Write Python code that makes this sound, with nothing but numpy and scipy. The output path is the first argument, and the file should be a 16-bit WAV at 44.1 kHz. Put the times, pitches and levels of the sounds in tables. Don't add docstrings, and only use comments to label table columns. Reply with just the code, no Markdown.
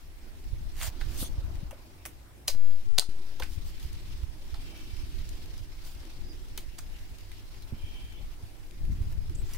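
import sys
import numpy as np
from scipy import signal
from scipy.fft import rfft, irfft, next_fast_len
from scipy.io import wavfile
from scipy.ndimage import uniform_filter1d, map_coordinates

SR = 44100
rng = np.random.default_rng(int(sys.argv[2]) if len(sys.argv) > 2 else 0)


def gain_from_db(level_db):
    decades = np.asarray(level_db, float) / 20
    return 10 ** decades


def transcribe(u):
    v = np.clip(np.atleast_2d(u).T, -1, 1)
    q = np.round(v * 32767).astype(np.int16)
    wavfile.write(sys.argv[1], SR, q)


N = 422037


def unit(x):
    return x / np.sqrt(np.mean(x ** 2) + 1e-20)


def along(points, hz):
    f, v = np.transpose(points)
    return np.interp(np.log(hz + 1), np.log(f + 1), v)


def curves(rows):
    s, *cols = np.transpose(rows)
    return [np.interp(np.arange(N) / SR, s, c) for c in cols]


def wobble(rate_hz):
    knots = rng.standard_normal(int(N * rate_hz / SR) + 4)
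    return map_coordinates(knots, [np.arange(N) * rate_hz / SR])


def swells(rows, bluntness=1.2):
    fade_db = 19.5
    t = np.arange(0, N + 64, 64) / SR
    gains = []
    for s, db, rise_s, fall_s, *_ in rows:
        distance = np.abs((t - s) / np.where(t < s, rise_s, fall_s))
        coarse = gain_from_db(db - fade_db * distance ** bluntness)
        gains.append(np.interp(np.arange(N) / SR, t, coarse))
    return gains


def filtered(x, response):
    m = next_fast_len(x.shape[-1] + 4096)
    spectrum = rfft(x, m) * response(np.fft.rfftfreq(m, 1 / SR))
    return irfft(spectrum, m)[..., :x.shape[-1]]


def resonances(modes):
    def response(f):
        return sum((-1) ** k * gain_from_db(db) * 1j * f * w / (c * c - f * f + 1j * f * w)
                   for k, (c, w, db) in enumerate(modes))
    return response


def sides(pan_db):
    return gain_from_db(np.array([pan_db / 2, -pan_db / 2]))


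def rush(spectrum, alike, patchy_db):
    z = signal.stft(rng.standard_normal((2, N)), nperseg=512)[2]
    field = uniform_filter1d(rng.standard_normal(z.shape[1:]), 6, 0)
    field = uniform_filter1d(field, 10, 1)
    pair = signal.istft(z * gain_from_db(patchy_db * unit(field)), nperseg=512)[1][:, :N]

    def mid_side(hz):
        turn = np.arccos(np.clip(along(alike, hz), -1, 1)) / 2
        return gain_from_db(along(spectrum, hz)) * [np.cos(turn), np.sin(turn)]
    mid, side = filtered(pair, mid_side)
    return unit(np.array([mid + side, mid - side]))


def blows():
    # t/s, peak level/dB, ring f/Hz, thud level/dB, fizz
    # level/dB
    contacts = [
        (2.4806, -13.5, 4700, -23.5, -11),
        (2.9818, -14.5, 4700, -12.5, -10),
        (2.9856, -7, 4000, -25, -15),
        (2.987, -13, 3920, -13, -14),
        (2.9959, -1, 4550, -28, -20),
        (6.7868, -32, 6900, -5.5, -3),
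                (0.8126, -26, 3400, -10, -11), (1.012, -34, 3800, -5, -15), (1.709, -38, 2980, -3, -4),
                (2.053, -30, 2230, -10.5, -11), (2.0593, -29, 3500, 1, 12), (2.4785, -23, 4650, -17, -3),
                (2.4828, -21.5, 5000, -15, -2.5), (2.487, -29, 5000, -15, 1), (2.4987, -31, 4900, -11, -12),
                (3.398, -30.5, 4480, -5, -3.5), (3.4222, -27.5, 2670, -13, -27), (3.433, -32, 5000, -3, 0),
                (4.542, -38.5, 4300, -9, -14), (6.576, -26, 4330, -13, 1.5), (6.578, -31, 3730, -10, -10),
                (6.783, -38, 4000, -8, -1), (9.534, -34, 6000, -18, 11)]
    # f/Hz, width/Hz, level/dB, left-right/dB
    husk = [(6320, 1540, -7.5, 3), (8430, 1150, -12.5, 8.5)]
    # f/Hz, width/Hz, level/dB
    nut = [(724, 450, 5.5), (1790, 860, 4.5)]
    # f/Hz, width/Hz, level/dB
    fizz = [(10400, 7900, -3.5), (15400, 2000, 1)]
    snap_gain, snap_s = 9.9, .00003
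    out, t = np.zeros((2, N + SR)), np.arange(SR // 5) / SR

    def upper(f):
        return sum(sides(pan_db)[:, None] * resonances([(c, w, g)])(f) for c, w, g, pan_db in husk)

    for s, db, hz, thud_db, fizz_db in contacts:
        crack = 0.12 + 1.3 / (2 + np.exp(-13 - db))
        shared, own = rng.standard_normal(len(t)), rng.standard_normal((2, len(t)))
        grit = gain_from_db(2.5 * rng.standard_normal(len(t) // 30 + 1)).repeat(30)[:len(t)]
        crunch = grit * gain_from_db(-60 * t / 0.027) * (1 - np.exp(-t / .0003))
        shape = 1.6 * crack * gain_from_db(-60 * t / .006) + (1 - .76 * crack) * crunch
        snap = snap_gain * crack * np.exp(-(t / snap_s - 2) ** 2)
        force = shape * (1.14 * shared + 0.57 * own) + snap
        tail_gain = gain_from_db(-11.5 - 11.5 * crack - 60 * t / 0.16)
        tail = grit * tail_gain * (shared[::-1] + .6 * own[:, ::-1])

        def ring(f, wide):
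            return sides(-4.5)[:, None] * resonances([(hz, wide * hz, 0)])(f) ** 3

        def rest(f):
            bright = gain_from_db(0.3 * fizz_db + 4 + 7 * crack) * upper(f)
            thud = gain_from_db(thud_db + 3) * resonances(nut)(f)
            return bright + thud + gain_from_db(fizz_db + 2.0) * resonances(fizz)(f)

        def tearing(f):
            return .65 * ring(f, .59) + .55 * ring(f, 1.8) + gain_from_db(4.3 * crack - 1.5) * rest(f)

        hit = filtered(force, lambda f: ring(f, 1.2 - 0.85 * crack) + rest(f))
        hit += filtered(tail, tearing)
        out[:, round(s * SR):][:, :len(t)] += gain_from_db(db + 3.0) * hit / np.abs(hit).max()
    return out[:, :N]


def strokes():
    # peak t/s, level/dB, rise/s, fall/s, dull minus bright/dB
    drags = [(0.835, -39.5, 0.043, 0.052, -2), (0.872, -44.5, 0.053, 0.039, -7),
             (0.79, -51.5, 0.059, .05, -2), (1.16, -51, 0.12, 0.18, -5), (1.219, -41, 0.058, 0.052, -29),
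             (3.512, -53.5, 0.035, 0.11, -12), (3.678, -53.5, 0.051, 0.069, -8),
             (3.838, -57, .07, 0.092, -4), (5.868, -51.5, .04, 0.12, -9), (9.125, -59.5, .05, .03, 0.5),
             (9.03, -63.5, 0.035, .05, 4), (8.92, -61, .02, .04, -8), (9.42, -68, .03, 0.033, 6.5),
             (9.54, -53.5, 0.11, .08, -2)]
    # f/Hz, density/dB per Hz
    bright_spectrum = [(1800, -43), (2800, -4.5), (3500, -4.5), (4700, -1), (6000, -3), (7500, -4.5),
                       (10500, -6), (15500, -5.5)]
    # f/Hz, density/dB per Hz
    dull_spectrum = [(250, -47), (600, -2), (1500, -3), (2600, -3), (4500, -15)]
    grains = unit(gain_from_db(1.2 * wobble(60) + 2.3 * wobble(900)))
    bright = rush(bright_spectrum, [(5000, 0.16)], patchy_db=2.5)
    dull = rush(dull_spectrum, [(1000, 0.69)], patchy_db=1.0)
    gains = swells(drags, bluntness=1.8)
    return grains * sum(gain * (bright + gain_from_db(row[-1]) * dull) for gain, row in zip(gains, drags))


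def snaps():
    # t/s, peak level/dB, f/Hz, left-right/dB
    ticks = [(0.4415, -51, 2120, -2.0), (1.555, -49, 2470, 4), (2.4757, -36, 8200, 0),
             (0.8245, -38, 2600, 0), (0.8425, -38, 2300, 0), (0.807, -42, 2800, 0), (2.6448, -54, 2000, -3),
             (3.0918, -53, 2000, 7), (3.7978, -49, 4170, 9), (3.828, -46, 4130, -6), (3.93, -48, 5030, 9),
             (4.233, -48, 2220, 3), (4.4792, -57, 4900, 11), (4.7745, -53, 2330, 18),
             (4.9674, -48, 2890, -1), (5.291, -42.5, 6940, 2), (5.4588, -47.5, 4060, 4),
             (5.579, -49, 4430, 3), (5.8495, -48, 5130, 0), (5.9494, -52, 4450, 0), (6.052, -52, 4060, 12),
             (6.4847, -52, 3490, 7), (7.0329, -64, 4560, -0.5), (7.185, -50, 4000, 6),
             (7.3165, -43.5, 2090, 3), (7.6226, -51, 4600, 10), (7.7214, -61, 2690, -9),
             (8.124, -54, 2340, 19), (8.567, -58, 2160, 7), (8.7103, -52.5, 2690, 12),
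             (8.852, -51, 2000, 8), (9.0206, -52, 1500, 4), (9.125, -48, 1600, 10), (9.5111, -49, 2150, 9),
             (9.296, -52, 2330, 15)]
    out, t = np.zeros((2, N + SR)), np.arange(SR // 20) / SR
    for s, db, hz, pan_db in ticks:
        tick = 1.2 * gain_from_db(-60 * t / 0.02) * rng.standard_normal((2, len(t)))
        sound = filtered(tick, lambda f: resonances([(hz, .7 * hz, 0)])(f) + 0.45)
        out[:, round(s * SR):][:, :len(t)] += gain_from_db(db + 2.5) * sides(pan_db)[:, None] * sound
    return out[:, :N]


def knocks():
    # t/s, peak level/dB, f/Hz
    taps = [(1.012, -41.5, 1520), (1.213, -36, 300), (1.225, -36.5, 550), (1.226, -42, 1150),
            (1.709, -45, 840), (1.727, -44, 580), (2.984, -29, 730), (2.984, -31, 440), (3.02, -36, 830),
            (3.403, -37.5, 520), (3.422, -35, 1500), (3.422, -37, 2200), (4.543, -44, 850),
            (7.722, -31, 230), (6.787, -49, 2340), (6.577, -44.5, 2200), (6.578, -46, 4100),
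            (6.577, -44, 3050), (4.544, -49.5, 4160), (5.58, -54, 4900), (7.316, -51, 2150),
            (7.625, -50, 4100), (3.401, -41, 930), (2.053, -45, 1930), (2.484, -31, 4850),
            (2.499, -40, 4800), (2.483, -33, 570), (2.481, -42, 2400), (2.494, -43, 2300),
            (3.02, -41, 1400), (9.535, -48, 5700), (9.535, -50, 11000), (6.577, -41, 380),
            (6.787, -47.5, 1480), (1.712, -52, 2330), (9.557, -52, 2200), (7.6, -58, 4900),
            (9.545, -53, 2000), (9.55, -53, 2900)]
    out, t = np.zeros(N + SR), np.arange(SR // 10) / SR
    for s, db, hz in taps:
        tap = gain_from_db(-60 * t / 0.059) * rng.standard_normal(len(t))
        mode = resonances([(hz, min(.45 * hz, 400), 0)])
        out[round(s * SR):][:len(t)] += gain_from_db(db + 17) * filtered(tap, lambda f: mode(f) ** 2)
    return out[:N]


def calls(rows):
    sag, waver = 0.0119, .009 * wobble(13)
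    out, flicker = np.zeros((2, N)), gain_from_db(2.6 * wobble(22))
    for start, end, level_db, partials in rows:
        noise, u = rng.standard_normal((2, SR)), np.linspace(0, 1, round((end - start) * SR))
        band = unit(filtered(noise, lambda f: resonances(partials)(f) ** 2))
        speed = 1 + sag * (.5 - u) + waver[round(start * SR):][:len(u)]
        read = SR / 4 + np.cumsum(speed)
        call = [map_coordinates(side, [read]) for side in band]
        envelope = np.abs(np.sin(np.pi * u)) ** 0.43
        out[:, round(start * SR):][:, :len(u)] += gain_from_db(level_db + 2.0) * envelope * call
    return flicker * out


def squeals():
    # (f/Hz, width/Hz, level/dB)
    slips = [
        (1.16, 1.29, -52.5, [(3420, 300, -5), (6200, 700, -7), (9250, 1300, -7)]),
        (6.784, 6.797, -49, [(4700, 170, 0)]),
        (1.19, 1.248, -42.5, [(10100, 2600, 1), (14000, 2800, -2.5)]),
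        (1.172, 1.187, -53, [(6000, 500, 0)]),
        (1.177, 1.19, -49, [(8300, 300, 0)]),
        (1.188, 1.208, -56, [(2980, 160, 0)]),
    ]
    return calls(slips)


def swing():
    # t/s, length/s, size (full scale), leak time/s
    pushes = [
        (2.49, .42, .35, .33),
        (2.48, .7, .115, .15),
    ]
    t = np.arange(N) / SR
    out = []
    for s, length_s, size, leak_s in pushes:
        hump = np.sin(np.pi * np.clip((t - s) / length_s, 0, 1))
        vent = lambda f: 2j * np.pi * f * leak_s / (1 + 2j * np.pi * f * leak_s)
        out.append(size * filtered(hump, vent))
    return np.array(out)


def yard(x):
    # f/Hz, t60/s
    decay = [(300, 0.22), (4500, 0.2), (12000, 0.14)]
    hz, t, z = signal.stft(rng.standard_normal((2, SR // 3)), SR, nperseg=256)
    tail = signal.istft(z * gain_from_db(-60 * t / along(decay, hz)[:, None]), SR, nperseg=256)[1]
    delayed = np.pad(x, ((0, 0), (150, 0)))
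    return signal.fftconvolve(delayed, tail / np.linalg.norm(tail[0]), axes=1)[:, :N]


def wind():
    # t/s, strength/dB, left-right/dB
    gusts = [(0, -52.5, 9), (.3, -47, -12), (.5, -39, 6), (.95, -39, -11), (1.4, -36.5, 6.5),
             (1.65, -42, 6), (1.95, -57.5, 2), (3.25, -52, -6), (3.5, -41.5, 2.5), (3.9, -40, -1),
             (5.1, -40.5, -5.5), (6.1, -41.5, 1.5), (6.9, -44, -0.5), (7.65, -44, 1), (7.9, -40.5, 0),
             (8.68, -46.5, -1), (8.9, -33, 0.5), (9.57, -37, 2)]
    # f/Hz, density/dB per Hz
    buffet_spectrum = [(4, -22), (12, 4.5), (25, 0.5), (50, -5), (75, -13), (130, -59), (300, -120)]
    # f/Hz, density/dB per Hz
    flutter_spectrum = [(30, -120), (55, -14), (80, -2.5), (120, -6.5), (180, -17.5), (300, -26),
                        (900, -73)]
    strength_db, pan_db = curves(gusts)
    mean_db = strength_db.mean()
    gust_db = strength_db - mean_db + 1.25 * wobble(5.5)
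    veer_db = 2.5 * wobble(6.5)
    lumps = np.array([wobble(14), wobble(13)])
    buffet = unit(gain_from_db(2.6 * lumps) * rush(buffet_spectrum, [(30, 0.24)], patchy_db=-0.8))
    flutter = unit(gain_from_db(3 * lumps) * rush(flutter_spectrum, [(30, 0.33)], patchy_db=1.7))
    both = gain_from_db(gust_db) * buffet + gain_from_db(-17 + 1.69 * gust_db) * flutter
    return gain_from_db(mean_db + 3.0) * sides(pan_db + veer_db) * both


def eddies():
    # middle t/s, peak level/dB, # f/Hz, left-right/dB
    slaps = [(0.461, -30, 55, 4), (0.535, -21, 66, -14), (0.831, -28, 60, -20), (0.885, -22, 72, -22),
             (1.167, -31, 51, 4), (1.221, -23, 76, 15), (1.387, -20, 67, -2), (1.448, -21.5, 61.4, 9),
             (1.55, -25, 73, 20), (1.59, -27, 69, 4), (1.633, -26, 132, 17), (2.989, -31, 88, 22),
             (3.091, -37, 73, 15), (3.428, -24, 49, -21), (3.543, -34, 43, 18), (3.579, -20.5, 76, 22),
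             (3.657, -25.5, 52, 22), (3.857, -24, 59, -22), (3.936, -27, 53, -16), (4.043, -32, 70, 24),
             (4.196, -32, 49, -21), (4.239, -19, 60, -15), (4.297, -27, 52, -22), (4.537, -20, 52, -22),
             (4.938, -27, 66, -9), (5.04, -23.5, 63, 22), (5.09, -29, 52, 10), (5.22, -29, 61, -14),
             (5.273, -27.5, 57, -16), (5.612, -30.5, 78, -22), (5.96, -30, 57, 20), (6.017, -32, 56, 9),
             (6.525, -31, 66, 22), (6.69, -29, 49.6, -14), (7.119, -32, 62, -3), (7.731, -23.5, 91, -22),
             (7.844, -23.5, 69, -21), (8.44, -28, 77, -16), (8.934, -29, 52, 19), (9.016, -19, 67, -8),
             (9.074, -24, 59, 19), (9.131, -26, 61, 24), (9.181, -22, 70, 11), (9.219, -28, 63, 9),
             (9.299, -23, 73, -1.5), (1.228, -28, 230, 0), (9.354, -24, 79, -8), (9.442, -23, 78, -21),
             (9.551, -29, 92, 19)]
    # onset t/s, peak level/dB, f/Hz, left-right/dB
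    flicks = [(0.528, -45, 121, -17.5), (0.605, -36, 153, 18.0), (0.746, -47, 215, 8.5),
              (1.376, -38, 121, 8.0), (1.446, -43, 145, 6.0), (1.625, -37, 121, 21.5),
              (3.083, -45, 127, 16.0), (3.425, -43, 121, 2), (3.565, -39, 121, 21.0),
              (3.659, -48, 121, 9.0), (4.538, -47, 121, -11.0), (5.034, -43, 121, 15.5),
              (6.424, -45, 127, -13.0), (7.721, -35, 121, -19.5), (7.914, -51, 121, 6.5),
              (8.038, -50, 121, 5.0), (8.434, -47, 122, -16.0), (8.616, -50, 121, 11.5),
              (8.982, -39, 124, -4), (9.075, -41, 156, 15.0), (9.153, -39, 153, 11.5), (9.292, -38, 121, 3)]
    onset_to_middle_s, half_length_cycles = 0.0061, 0.54
    out, t = np.zeros((2, N)), np.arange(-SR // 20, SR // 20) / SR
    for s, db, hz, pan_db in slaps + [(row[0] + onset_to_middle_s, *row[1:]) for row in flicks]:
        phase = rng.uniform(0, 2 * np.pi, (2, 1))
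        slap = np.exp(-(t * hz / half_length_cycles) ** 2) * np.cos(2 * np.pi * hz * t + phase)
        near = out[:, round(s * SR) - SR // 20:][:, :len(t)]
        slap = gain_from_db(db - abs(pan_db) / 2) * sides(pan_db)[:, None] * slap
        near += slap[:, :near.shape[1]]
    return out


def hiss():
    # f/Hz, density/dB per Hz
    spectrum = [(30, -19), (60, 0), (110, -4.5), (200, -10), (400, -14.5), (800, -16.5), (1200, -21.5),
                (2200, -21), (3400, -26.5), (8000, -29), (16000, -30)]
    noise = rush(spectrum, [(100, 1.0), (640, 0.17), (1400, 0)], patchy_db=2.0)
    return gain_from_db(-56.0 + 0.56 * wobble(2.98)) * noise


def thin_leaves():
    # t/s, stir level/dB
    stir = [(0.0, -65.5), (0.42, -66.5), (0.74, -60.5), (1.01, -56), (2.03, -68), (2.4, -78), (2.66, -61.5),
            (3.65, -58), (4.53, -60), (4.72, -55.5), (6.98, -62.5), (8.1, -61), (8.23, -62.5),
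            (8.53, -66.5), (9.41, -62), (9.57, -60)]
    # f/Hz, density/dB per Hz
    spectrum = [(300, -57), (900, -8.5), (2200, -0.5), (3200, 0), (5200, 0), (6800, -8.5), (15500, -13)]
    stir_db, = curves(stir)
    crackle = unit(gain_from_db(0.97 * wobble(11) + 1.83 * wobble(90)))
    return gain_from_db(stir_db + 2.0) * crackle * rush(spectrum, [(1000, 0.024)], patchy_db=1.5)


def broad_leaves():
    flaps = [
        (1.1, -59, .6, 1.1),
        (1.65, -70, 0.87, 0.19),
        (3.1, -68, 0.43, 1.8),
        (4.7, -67, 0.54, 0.76),
        (6.15, -66, 0.77, 0.59),
        (7.95, -67.5, 0.72, 0.25),
        (8.95, -72, .2, 1.5),
    ]
    # f/Hz, density/dB per Hz
    spectrum = [(250, -54), (500, -2.5), (900, -5.5), (1500, -12), (3000, -46)]
    gain = gain_from_db(-79) + sum(swells(flaps))
    return gain * rush(spectrum, [(700, 0.06)], patchy_db=3.0)


def birds():
    # (f/Hz, width/Hz, level/dB)
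    songs = [(4.55, 5.08, -61.5, [(2330, 80, 0.5), (2710, 70, 0), (3110, 130, 0)]),
             (7.74, 8.27, -59.5, [(2310, 130, -3.5), (2800, 500, -7.5), (3140, 130, 0), (3505, 120, -8)]),
             (8.165, 8.21, -65, [(3500, 80, 0)]), (6.228, 6.35, -59, [(4890, 40, 2)]),
             (6.69, 6.76, -63, [(2750, 700, 0)]), (6.92, 7.0, -67, [(2800, 500, 0)]),
             (7.17, 7.26, -68, [(2700, 400, 0)]), (7.29, 7.42, -68, [(3050, 500, 0)]),
             (9.349, 9.362, -56, [(7300, 2000, 0)]), (9.362, 9.425, -62.5, [(7900, 900, -4)]),
             (9.445, 9.485, -59.5, [(7000, 2000, 0)]), (9.55, 9.568, -55, [(7200, 2500, 0)])]
    return calls(songs)


def traffic():
    # peak t/s, level/dB, rise/s, fall/s
    surges = [(1.25, -59, 0.82, 0.86), (2.06, -63, 0.051, 0.063), (3.0, -66, 0.54, 3.5),
              (4.7, -63, 0.19, 1.5), (6.06, -57, 0.073, 0.14), (6.29, -54.5, 0.042, 0.17),
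              (6.59, -61, 0.087, 0.04), (6.74, -66, 0.036, 0.15), (7.86, -68, .1, 0.69),
              (8.96, -64, 0.5, 0.24), (9.3, -59, 0.034, 0.86)]
    # f/Hz, width/Hz, level/dB
    road = [(233, 122, -2.5), (361.5, 127, 0)]
    noise = rush([(100, 0)], [(300, 0.9)], patchy_db=2.0)
    drone = unit(filtered(noise, lambda f: resonances(road)(f) ** 2))
    return (gain_from_db(-66) + sum(swells(surges))) * drone


def engines():
    hums = [
        (1.9, -53.5, 6.2, 1.9, 59.2),
        (2.2, -58, 3.2, 1.6, 94.3),
        (4.3, -61.5, 6.7, 3, 128.6),
        (7.6, -55.5, 2.4, 3.5, 97.9),
    ]
    width_hz = 11.4
    noise = rng.standard_normal((2, N)) + 0.98 * rng.standard_normal(N)
    out = np.zeros((2, N))
    for gain, row in zip(swells(hums), hums):
        mode = resonances([(row[-1], width_hz, 0)])
        out += gain * unit(filtered(noise, lambda f: mode(f) ** 2))
    return out


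def scene():
    lead_samples = 1.12
    skew = lead_samples / 2 * np.array([[-1], [1]])
    knife = filtered(blows() + snaps() + knocks(), lambda f: np.exp(2j * np.pi * f / SR * skew))
    near = knife + gain_from_db(-12.0) * yard(knife) + strokes() + squeals() + swing()
    air = wind() + eddies() + hiss() + thin_leaves() + broad_leaves()
    return near + air + birds() + traffic() + engines()


def roll_off(x):
    return signal.sosfilt(signal.butter(12, 16800, fs=SR, output="sos"), x)


def record(dry):
    ducks = [
        (2.5507, 2.561, -1.6),
        (2.9866, 3.089, -7),
    ]
    top_hz = 15790
    t = np.arange(N) / SR
    need = gain_from_db(sum(db * ((t > start) & (t < end)) for start, end, db in ducks))
    gain = np.minimum(need, uniform_filter1d(need, size=81, origin=40))
    mix = filtered(dry * gain, lambda hz: gain_from_db(-35 * (hz > top_hz)))
    return roll_off(mix)


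dry = scene()
out = record(dry)
transcribe(out)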